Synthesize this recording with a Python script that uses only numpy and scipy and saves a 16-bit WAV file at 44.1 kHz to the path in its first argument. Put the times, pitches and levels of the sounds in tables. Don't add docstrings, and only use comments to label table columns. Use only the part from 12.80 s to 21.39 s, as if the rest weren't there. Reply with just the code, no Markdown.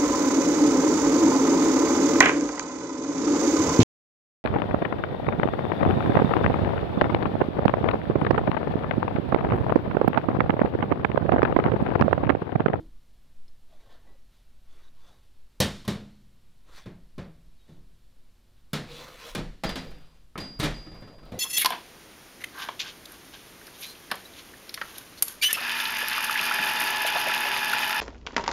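import sys
import numpy as np
from scipy import signal
from scipy.io import wavfile
from scipy.ndimage import uniform_filter1d

SR = 44100
rng = np.random.default_rng(int(sys.argv[2]) if len(sys.argv) > 2 else 0)


def store_wav(level_fs):
    pcm = np.round(np.clip(np.atleast_2d(level_fs), -1, 1) * 32767)
    wavfile.write(sys.argv[1], SR, pcm.T.astype(np.int16))


def convert_level_to_amplitude(level_db):
    exponent = np.asarray(level_db, float) / 20
    return 10 ** exponent


N = 378819
TIME = np.arange(N) / SR
EDGES = 45 * 2 ** (np.arange(27) / 3)
CENTRES = np.sqrt(EDGES[1:] * EDGES[:-1])

# f/Hz, level/dB per Hz
AIR = [(24, -31), (40, -4), (140, -15.5), (195, -21), (244, -20.5), (284, -29), (356, -24), (403, -28),
       (481, -26), (650, -29.5), (2170, -34.5), (3870, -32.5), (6240, -39.5), (15000, -42), (16200, -53.5)]
AIR_DB = -68
# f/Hz, level/dB
HUM = [(120, -81.5), (240, -76), (360, -82)]
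# t/s, level/dB
SWAY = [(0, -46), (0.5, -44), (1.1, -40.5), (1.6, -54.5), (2.0, -43), (3.2, -52.5), (4.1, -49), (5.3, -49),
        (6.25, -60), (7.1, -47.5), (8.59, -56)]
# t/s, level/dB
SHAKES = [(0.05, -54), (1.75, -59), (2.87, -48), (3.25, -57.5), (3.9, -55), (4.2, -55), (4.62, -55),
          (5.001, -56), (6.031, -49.5), (6.27, -55.5), (6.6, -40.5), (6.89, -41), (7.12, -50), (7.4, -58),
          (7.61, -50), (7.87, -37), (8.15, -48), (8.45, -46.5)]
FLOOR_DB, SHAKE_RISE_S, SHAKE_FALL_S = -62.5, 0.11, 0.19
# f/Hz, level/dB per Hz
SIDE_HISS = [(120, -58), (200, -29), (254, -3.5), (353, 0.5), (482, -2), (11300, -4), (13300, -12),
             (16000, -11.5)]
SIDE_DB = -87
SIDE_SLOPE_DB = -31

# f/Hz, level/dB, t60/s
BENCH = [(105.4, -8, 0.5), (150, -6.5, .4), (200.9, -8, .4), (253, -19.5, 0.35), (311.4, -11, 0.249),
         (478, -21, 0.17), (546, -11.5, 0.18), (584, -10.5, 0.085), (651.5, -30, .2)]
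# f/Hz, level/dB, t60/s
GEAR = [(1027, -2, 0.23), (1474, -8.5, 0.43), (2028, -3.5, 0.2), (2410, -4.5, 0.22), (2987, -2.5, 0.22),
        (3170, -4, 0.31), (3580, 5, 0.41), (3810, -3.5, 0.37), (4600, -6.5, 0.28), (4880, -7, 0.18),
        (4740, -13.5, 0.71), (5250, -10.5, 0.28), (6300, -12, 0.21), (6172, -9, 0.22), (6590, -10, 0.15),
        (6600, -10.5, 0.18), (6780, -17.5, 0.21), (7200, -14.5, 0.2), (7400, -16.5, 0.19),
        (7757, -10.5, 0.16)]
# f/Hz, level/dB, t60/s
HOUSING = [(334, 4, 0.65), (408, 1, 1.0), (589, 6, 0.76), (1050, 6, 5.0), (1237, 2, 0.42), (1630, -4, 0.48),
           (1890, -35, 5.0), (2040, -17, 5.0), (2405, 4.5, 0.13), (3550, 9, 0.2), (3910, 2.5, 0.22),
           (4030, -3, 0.035), (3850, -12, 0.061), (4800, -24, 5.0), (5717, -22, 0.72), (6270, 4, 0.025)]
GEAR_UNTIL_S = 3.5

# t/s, 1-4 kHz peak level/dB, weight/dB, edge/dB (both relative), sheet t60/s
KNOCKS = [(0.0014, -58, 13, -18, 0.34), (0.6806, -68, -6, -4, 0.16), (2.802, -14, -8, -10, 0.31),
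          (3.05, -41.5, -7, -15, 0.12), (3.0778, -24.5, -1, -14.5, 0.37), (3.979, -43.5, -23, -22, 0.34),
          (4.0583, -41, 5.5, -25.5, 0.37), (4.3806, -35.5, 3, -25.5, 0.37), (4.8891, -60.5, 16, -17, 0.66),
          (5.9319, -21, -9, -16.5, 0.38), (6.5493, -22.5, -8.5, -15, 0.17), (6.5775, -27, -3, -22, 0.33),
          (6.8356, -20, -7.5, -21.5, 0.3), (7.5559, -29.5, -3, -54, 0.12),
          (7.7982, -22.5, -5.5, -14.5, 0.48), (8.52, -37.5, 8.5, -21.5, 0.21)]
# t/s, peak level/dB, weight/dB, sheet t60/s
BOUNCES = [(6.8476, -32, -6, 0.14), (6.891, -24.5, -10, 0.27), (6.9558, -24, -12, 0.36),
           (7.1147, -43, -10, 0.15), (7.18, -58, 3, 0.38), (7.5772, -25, -11, 0.2), (7.6031, -33, -3, 0.5),
           (7.829, -20, -17, 0.26), (7.8385, -18, -15.5, 0.26), (7.857, -24, -4.5, 0.2),
           (7.91, -38, -13, 0.19)]
BOUNCE_EDGE_DB = -19.5
# t/s, peak level/dB
TICKS = [
    (8.064, -43),
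    (8.1166, -43),
    (8.15, -46),
    (8.2217, -41),
    (8.2734, -44.5),
    (8.382, -47),
    (8.429, -46),
]
TICK_WEIGHT_DB, TICK_EDGE_DB, TICK_T60_S = -0.5, -28, 0.29
HITS = sorted([*KNOCKS,
               *[(s, db, weight, BOUNCE_EDGE_DB, t60) for s, db, weight, t60 in BOUNCES],
               *[(s, db, TICK_WEIGHT_DB, TICK_EDGE_DB, TICK_T60_S) for s, db in TICKS]])
COLOUR_HZ = np.log([130, 450, 2000, 9000])
KNOCK_DB, KNOCK_PER_WEIGHT = -5.0, 0.54

# t/s, peak level/dB, f/Hz, t60/s
SINGLE_MODES = [(2.8, -32, 92.6, 0.36), (2.801, -12, 139, 0.075), (3.077, -21.5, 194.5, 0.27),
                (4.057, -42, 178, 0.51), (4.378, -35.5, 186, 0.37), (5.931, -26, 151, 0.34),
                (6.551, -32.5, 182.5, 0.34), (6.575, -33, 152, 0.42), (6.835, -31, 177, 0.65),
                (6.895, -32, 179.5, 0.25), (6.956, -33, 257.6, 0.33), (7.577, -38, 181, 0.19),
                (7.793, -23.5, 129, 0.11), (7.842, -25, 149.4, 0.3), (7.869, -39, 163, 0.16),
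                (8.521, -30.5, 185.5, 0.2),
                (0.001, -39, 322, 0.2), (0.681, -58, 4250, 0.034), (0.681, -56, 5150, 0.032),
          (1.271, -65, 1960, 0.37), (1.09, -66, 1774, 0.6), (8.429, -54, 1290, 0.4),
          (2.802, -20.5, 519, 0.13), (2.803, -23.5, 199.3, 0.36), (3.048, -47, 1050, 0.1),
          (3.08, -30.5, 391, 0.17), (3.085, -41, 3650, 0.29), (3.101, -33.5, 208.2, 0.74),
          (4.89, -46, 191.2, 0.4), (8.069, -44.5, 305.5, 0.43), (8.07, -51, 1265, 0.1),
          (8.276, -51, 1300, 0.12), (8.526, -43, 150, .1), (7.601, -53, 1610, 0.2), (4.39, -43, 160, 0.77),
          (5.94, -37, 150, 0.79), (6.837, -28, 806, 0.074), (6.96, -42.5, 154.7, 1.1),
          (7.556, -26.5, 1274, 0.031), (7.83, -24, 302.5, 0.23), (7.83, -31.5, 1284, 0.18),
          (7.83, -37, 3840, 0.26), (8.555, -53, 2000, 0.24), (8.543, -55, 3900, .2),
          (8.516, -62, 13300, .03), (8.524, -63, 13700, .03), (8.543, -63, 10500, .03),
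          (8.553, -62, 11000, .03), (8.56, -64, 10300, .04), (8.545, -66, 14000, .03),
          (8.454, -63, 14300, .02), (7.64, -63, 8300, .25), (4.815, -70, 3150, .1), (3.96, -60, 2060, .2),
          (3.97, -60, 3880, .2), (3.079, -36, 150, .4), (7.802, -36, 3800, .15), (6.838, -34, 640, .15),
          (6.55, -36, 1560, .08), (6.585, -42, 500, .3), (6.1, -50, 150, .4), (7.792, -40, 1200, .03),
          (7.577, -40, 2100, .06), (7.15, -52, 290, .3), (2.29, -62, 185, .3)]
# f/Hz, level/dB, t60/s
GEAR_DOWN = [(600, -6, .25), (1028, -13, .22), (1780, -9, .25), (1954, -12, .28), (2110, -13, .23),
             (2390, -14, .24), (2912, -11, .3), (3138, -9, .3), (3262, -9, .28), (3688, -11, .4),
             (4457, -15, .26), (4662, -11, .24), (5313, -8, .07), (6040, -15, .2)]
# f/Hz, level/dB, t60/s
GEAR_FLAT = [(468, -10, 1.1), (598, -1, 0.22), (1163, -12, 0.27), (1211, -10, 0.24), (1680, -12, 0.31),
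             (1868, -6, 0.17), (3542, 0, 0.12), (3628, -14, 0.34), (3688, -10, 0.26), (3898, -7, 0.21),
             (4037, -14, 0.28), (4387, -14, 0.18)]
# f/Hz, level/dB, t60/s
HOUSING_TIPS = [(479, -2, 0.62), (1330, -2, 0.32), (1846, -5, 0.33), (2250, -12, 0.45), (3160, -7, 0.35),
                (3488, -6, 0.28), (3790, -3, 0.22), (3865, 0, 0.17), (4888, -10, 0.25), (6595, -22, 0.5)]
# f/Hz, level/dB, t60/s
HOUSING_STOPS = [(1739, -7, 0.33), (2487, -5, 0.19), (2929, -4, 0.2), (3300, -6, 0.25), (3391, 0, 0.19),
                 (4097, -3, 0.2), (4613, -26, 5.0), (5050, -5, 0.14), (5319, -10, 0.24), (5534, -27, 1.7)]
# f/Hz, level/dB, t60/s
HOUSING_TURNS = [(824, -3, .2), (1217, -8, .2), (1776, -2, .3), (2283, -6, .2), (2751, -9, .2),
                 (3268, 0, .25), (3542, -4, .2), (3849, -6, .3), (4064, -6, .2)]
# f/Hz, level/dB, t60/s
HOUSING_LIES = [(1884, 0, .3), (2342, -5, .35), (2805, -5, .3), (3262, -3, .3), (3596, -3, .3),
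                (6175, -14, .4), (7364, -14, .3)]
# t/s, peak level/dB of the strongest mode, family of modes
LANDINGS = [
    (2.802, -23, GEAR_DOWN),
    (3.079, -38, GEAR_FLAT),
    (5.933, -42, HOUSING_TIPS),
    (6.55, -42, HOUSING_STOPS),
    (6.837, -42, HOUSING_TURNS),
    (6.892, -44, HOUSING_TURNS),
    (6.957, -44, HOUSING_TURNS),
    (7.8, -42, HOUSING_LIES),
    (7.839, -38, HOUSING_LIES),
]
LONGEST_RING_S = .45

# f/Hz, level/dB per Hz
SHEET = [(29, -38), (55, -10), (198, -5.5), (313, -9.5), (380, -11.5), (586, -13), (927, -18.5),
         (1050, -18.5), (1960, -18.5), (2750, -21), (3760, -16.5), (10400, -32), (16000, -44.5)]
# f/Hz, factor on t60
SHEET_T60 = [(60, 1.26), (200, 1.22), (600, 1.055), (2000, 1), (6000, 0.67), (14000, 0.7)]
# f/Hz, level/dB
CRACK = [(1000, 2), (5000, -63), (10000, 12), (16000, 11)]
# f/Hz, level/dB under the blow, t60/s
GARAGE = [(60, -24, 2.87), (396, -19, 0.61), (3240, -17, 0.8), (11730, -18.5, 0.64)]

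# peak t/s, rise/s, fall/s, friction level/dB, dull level/dB relative to it
TURNS = [(0.95, .1, 0.39, -69.5, 4), (1.535, .03, .14, -69, -25), (2.0, 0.16, 0.13, -65, -1),
         (2.19, 0.064, 0.12, -68, -7), (2.285, 0.094, 0.13, -65, 2.5), (2.44, .03, .08, -74, -20),
         (1.91, .03, .08, -71, -5), (3.905, 0.055, .12, -62.5, 5), (3.975, 0.086, 0.072, -53, -12),
         (4.83, .09, .09, -79, -8), (4.905, 0.054, .1, -68.5, 5)]
NUDGES = [
    (1.13, 0.091, 0.083, -61, 1),
    (1.31, 0.089, .06, -68.5, 13),
    (5.755, .02, .12, -75, -17),
]
SLIDES = [
    (6.13, 0.089, 0.39, -50, -5),
    (6.28, 0.26, 0.17, -48, -4),
    (6.46, 0.092, 0.085, -44, -7),
    (6.53, 0.12, 0.033, -47.5, -7),
    (7.04, .05, 0.19, -53, 2),
    (7.2, .15, 0.32, -63.5, -2),
    (7.796, .005, .02, -42, -2),
]
ROCKS = [
    (7.99, .04, 0.13, -58, 4.8),
    (8.15, .008, 0.11, -53.5, 5),
    (8.32, .2, .2, -63.5, 9.4),
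    (8.458, 0.0073, .08, -55, 2.8),
    (8.55, .05, .2, -54, 12.3),
]
TURN_BRIGHT_DB, NUDGE_BRIGHT_DB, SLIDE_BRIGHT_DB, ROCK_BRIGHT_DB = -12, -39, -11, -17
STROKE_FADE_DB = 16.5
# f/Hz, level/dB per Hz
RUB = [(59, -33), (100, -7.5), (215, -7.5), (315, -5), (415, -5), (502, -4), (1360, -8), (3320, -12),
       (14400, -23.5), (16000, -32)]
# f/Hz, width/Hz, level/dB
FINGERED = [(1100, 11, -2), (1597, 17, -6), (1900, 120, -6), (2980, 25.4, -15), (3500, 23, -2),
            (3806, 110, -0.5), (4390, 41, -8.5), (4560, 52, -29), (4720, 67, -12), (5150, 27, -18),
            (5900, 200, -5), (7600, 33, -28.5)]
# f/Hz, width/Hz, level/dB
RUBBED = [(500, 14, 2), (1050, 50, -2), (2170, 150, -10), (2550, 42, -8), (3020, 57, -12), (3470, 29, -4.5),
          (3880, 22, -3), (4620, 31, -13), (5430, 60, -13), (6100, 43, -15), (9850, 60, -17),
          (12300, 150, -15), (10900, 140, -14), (14500, 55, -18)]
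SEAT_UNTIL_S, DRAG_UNTIL_S = 5.95, 6.6

# t/s, peak level/dB
SNAPS = [(2.802, -19), (3.0779, -32), (5.932, -28), (5.961, -46), (6.3326, -54), (6.4049, -54), (6.55, -38),
         (6.8444, -34), (6.892, -42), (6.9566, -48), (7.1094, -53), (7.1841, -58), (7.5772, -46),
         (7.615, -48), (7.7922, -40), (7.8, -36), (7.8385, -32), (8.1449, -59), (8.2102, -57),
         (8.4532, -56), (8.5435, -60)]
SNAP_DB, SNAP_T60_S, SNAP_FROM_HZ = -4.5, .03, 7000

# t/s, level/dB
SQUEAK = [
    [(4.79, -79), (4.82, -72), (4.865, -79)],
]
SQUEAK_HZ = 3790
# from t/s, until t/s, level/dB, t60/s
SHAFT = [
    (6.868, 6.958, -39, .38),
    (6.988, 7.022, -50, 0.4),
    (7.035, 7.052, -59, .4),
    (7.072, 7.11, -58, .4),
    (7.125, 7.47, -67, 1.2),
    (7.601, 7.795, -41, 1.05),
    (7.945, 8.53, -48.5, 1.7),
    (8.578, 8.62, -60, 1.5),
]
SHAFT_HZ = 4830


def rms_one(x):
    return x / np.sqrt(np.mean(x ** 2) + 1e-20)


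def band_pass(x, edges, order):
    return signal.sosfilt(signal.butter(order, edges, "band", fs=SR, output="sos"), x)


def at_hz(points, hz, axis=1):
    points = np.array(points)
    return np.interp(np.log(hz), np.log(points[:, 0]), points[:, axis])


def bands():
    white = rng.standard_normal((2, N))
    return [band_pass(white[k % 2], EDGES[k:k + 2], 2) for k in range(len(CENTRES))]


def coloured(spectrum):
    return rms_one(sum(convert_level_to_amplitude(at_hz(spectrum, hz)) * band for hz, band in zip(CENTRES, bands())))


def fine(coarse):
    return np.interp(TIME, TIME[::64], coarse)


def swell(peak_s, rise, fall, level_db):
    late = TIME[::64] - np.asarray(peak_s)[:, None]
    span = np.where(late < 0, np.reshape(rise, (-1, 1)), np.reshape(fall, (-1, 1)))
    fade_db = np.minimum(STROKE_FADE_DB * (late / span) ** 2, 90)
    return convert_level_to_amplitude(np.asarray(level_db)[:, None] - fade_db) ** 2


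def garage_air():
    s, shake_db = np.transpose(SHAKES)
    shake_power = swell(s, SHAKE_RISE_S, SHAKE_FALL_S, shake_db).sum(axis=0)
    shake_gain = fine(np.sqrt(shake_power + convert_level_to_amplitude(FLOOR_DB) ** 2))
    sway_gain = convert_level_to_amplitude(np.interp(TIME, *np.transpose(SWAY)))
    sway = rms_one(band_pass(rng.standard_normal(N + SR), [.7, 7], 4)[SR:])
    rumble = rms_one(band_pass(rng.standard_normal(N + SR), [20, 48], 4)[SR:])
    hum = sum(convert_level_to_amplitude(level_db) * np.sin(2 * np.pi * hz * TIME) for hz, level_db in HUM)
    return sway_gain * sway + shake_gain * rumble + hum + convert_level_to_amplitude(AIR_DB + 2.5) * coloured(AIR)


def thuds():
    out, after = np.zeros(N + SR), np.arange(SR) / SR
    woken = [(s, db + mode_db, hz, min(t60, LONGEST_RING_S))
             for s, db, family in LANDINGS for hz, mode_db, t60 in family]
    for s, level_db, hz, t60 in [*SINGLE_MODES, *woken]:
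        late = after[:int(min(1.6 * t60, 1) * SR)]
        swing = convert_level_to_amplitude(level_db - 1 - 60 * late / t60) * (1 - np.exp(-late * hz * 2.7))
        out[int(s * SR):][:len(late)] += swing * np.sin(2 * np.pi * hz * late)
    return out[:N]


def ring(clicks, hz, t60):
    r, w = convert_level_to_amplitude(-60 / (t60 * SR)), 2 * np.pi * hz / SR
    return signal.lfilter([0, np.sin(w)], [1, -2 * r * np.cos(w), r * r], clicks + 1e-18)


def blow_db(hz):
    s, peak, thud, edge, _ = np.transpose(HITS)
    knock = KNOCK_DB + KNOCK_PER_WEIGHT * thud
    colour = np.array([np.interp(np.log(hz), COLOUR_HZ, c) for c in zip(thud, knock, 0 * s, edge)])
    return peak + colour - np.interp(np.log(hz), COLOUR_HZ, [-6, -9, 0, -12])


def struck(modes, level_db, longest, chosen):
    at, out = (np.array(HITS)[:, 0] * SR).astype(int), np.zeros(N)
    luck = np.clip(rng.normal(0, 1, (len(at), len(modes))), -1.2, 1.2)
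    for k, (hz, mode_db, t60) in enumerate(modes):
        clicks = np.zeros(N)
        clicks[at] = chosen * convert_level_to_amplitude(blow_db(hz) + mode_db + level_db) * luck[:, k]
        out += ring(clicks, hz, min(t60, longest))
    return out


def blows():
    gear = (np.array(HITS)[:, 0] < GEAR_UNTIL_S) * 1.
    bench_ring = struck(BENCH, -5.5, 0.86, 0.6)
    return bench_ring + struck(GEAR, -21, 0.22, gear) + struck(HOUSING, -24, 0.12, 1 - gear)


def sheet():
    out, after = np.zeros(N), np.arange(0, int(1.2 * SR), 8) / SR
    for hz, band in zip(CENTRES, bands()):
        energy = np.zeros(N // 8 + 1 + len(after))
        rise = 1 - np.exp(-after / (0.00092 + 0.84 / hz))
        echo_db = at_hz(GARAGE, hz) - 60 * after / at_hz(GARAGE, hz, axis=2)
        echo = convert_level_to_amplitude(echo_db) ** 2 * (1 - np.exp(-after / .015))
        crack = convert_level_to_amplitude(at_hz(CRACK, hz) - 60 * after / 0.03) ** 2
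        for (s, *_, t60), level_db in zip(HITS, blow_db(hz)):
            dying = convert_level_to_amplitude(-60 * after / (max(t60, .02) * at_hz(SHEET_T60, hz))) ** 2
            blow = convert_level_to_amplitude(level_db) ** 2 * (rise * (dying + crack) + echo)
            energy[int(s * SR) // 8:][:len(after)] += blow
        out += convert_level_to_amplitude(at_hz(SHEET, hz) + 16.5) * band * np.repeat(np.sqrt(energy), 8)[:N]
    return out


def drift(rate):
    return np.interp(TIME[::64] * rate, np.arange(600), rng.standard_normal(600))


def strokes():
    kinds = ((TURNS, TURN_BRIGHT_DB), (NUDGES, NUDGE_BRIGHT_DB),
             (SLIDES, SLIDE_BRIGHT_DB), (ROCKS, ROCK_BRIGHT_DB))
    rows = [(*row, bright_db) for table, bright_db in kinds for row in table]
    s, rise, fall, level_db, dull, bright = np.transpose(rows)
    power = swell(s, rise, fall, level_db)
    total = power.sum(axis=0)
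    return 10 * np.log10(total), dull @ power / total, bright @ power / total


def drags():
    friction_db, dull_db, bright_db = strokes()
    slip_size = convert_level_to_amplitude(3.64 * np.minimum(rng.exponential(1, N), 4))
    slips = (rng.random(N) < 3500 / SR) * slip_size * rng.choice([-1, 1], N)
    grit = uniform_filter1d(np.abs(slips), size=120)
    grit = 0.7 + 0.3 * grit / grit.mean()
    judder_db = 1.5 * drift(45)

    def gain(hz, extra_db):
        dull, bright = np.clip([np.log2(1400 / hz), np.log2(hz / 4200)], 0, 1)
        colour_db = dull * (dull_db + 3.5) + bright * (bright_db + 5.0)
        return fine(convert_level_to_amplitude(friction_db + judder_db + colour_db + extra_db))

    def rung(peaks, level_db, slide, span):
        out = 0
        for hz, width, top_db in peaks:
            pitch = hz * fine(1 + slide * drift(14))[span]
            turn = np.exp(2j * np.pi * np.cumsum(pitch) / SR)
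            decay = np.exp(-np.pi * max(width, .03 * hz) / SR)
            shaken = signal.lfilter([1], [1, -decay], slips[span] / turn)
            loudness = gain(hz, top_db + level_db + 4.0 * drift(24))[span]
            out = out + loudness * rms_one((shaken * turn).real)
        return out

    hiss = 0
    for hz, band in zip(CENTRES, bands()):
        flutter_db = 3.0 * drift(28) + 1.8 * drift(10)
        hiss = hiss + gain(hz, at_hz(RUB, hz) + 13 + flutter_db) * band
    cut = int(SEAT_UNTIL_S * SR)
    gear_rings = rung(FINGERED, -11.0, .012, slice(0, cut))
    housing_rings = rung(RUBBED, -9.5, .05, slice(cut, N))
    rings = np.concatenate([gear_rings, housing_rings])
    return grit * hiss + rings * np.where(TIME < DRAG_UNTIL_S, 1, .35)


def snaps():
    s, db = np.transpose(SNAPS)
    clicks = np.zeros(N)
    clicks[(s * SR).astype(int)] = convert_level_to_amplitude(db + SNAP_DB)
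    dying = signal.lfilter([1], [1, -convert_level_to_amplitude(-60 / (SNAP_T60_S * SR))], clicks + 1e-18)
    treble = signal.butter(2, SNAP_FROM_HZ, "high", fs=SR, output="sos")
    return signal.sosfilt(treble, dying * rng.standard_normal(N))


def joined(tables):
    rows = []
    for table in tables:
        (first_s, first_db), (last_s, last_db) = table[0], table[-1]
        rows += [(first_s - .012, -110), *table, (last_s + .012, -110)]
    return np.interp(TIME, *np.transpose(rows))


def tones():
    shaft = [[(s, db), (end, db - 60 * (end - s) / t60)] for s, end, db, t60 in SHAFT]
    out = 0
    for rows, hz in ((SQUEAK, SQUEAK_HZ), (shaft, SHAFT_HZ)):
        out = out + np.sqrt(2) * convert_level_to_amplitude(joined(rows)) * np.sin(2 * np.pi * hz * TIME)
    return out


def scene():
    mid = garage_air() + thuds() + blows() + sheet() + drags() + tones()
    slope = np.gradient(mid - 1.5 * np.gradient(np.gradient(mid)))
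    side = convert_level_to_amplitude(SIDE_SLOPE_DB) * slope + convert_level_to_amplitude(SIDE_DB) * coloured(SIDE_HISS)
    mid = mid + snaps()
    return mid + side * np.array([[1], [-1]])


def low_pass(x):
    return signal.sosfilt(signal.butter(12, 16810, fs=SR, output="sos"), x)


def record(dry):
    mix = signal.sosfilt(signal.cheby2(10, 60, 17000, fs=SR, output="sos"), dry)
    return low_pass(mix)


dry = scene()
out = record(dry)
store_wav(out)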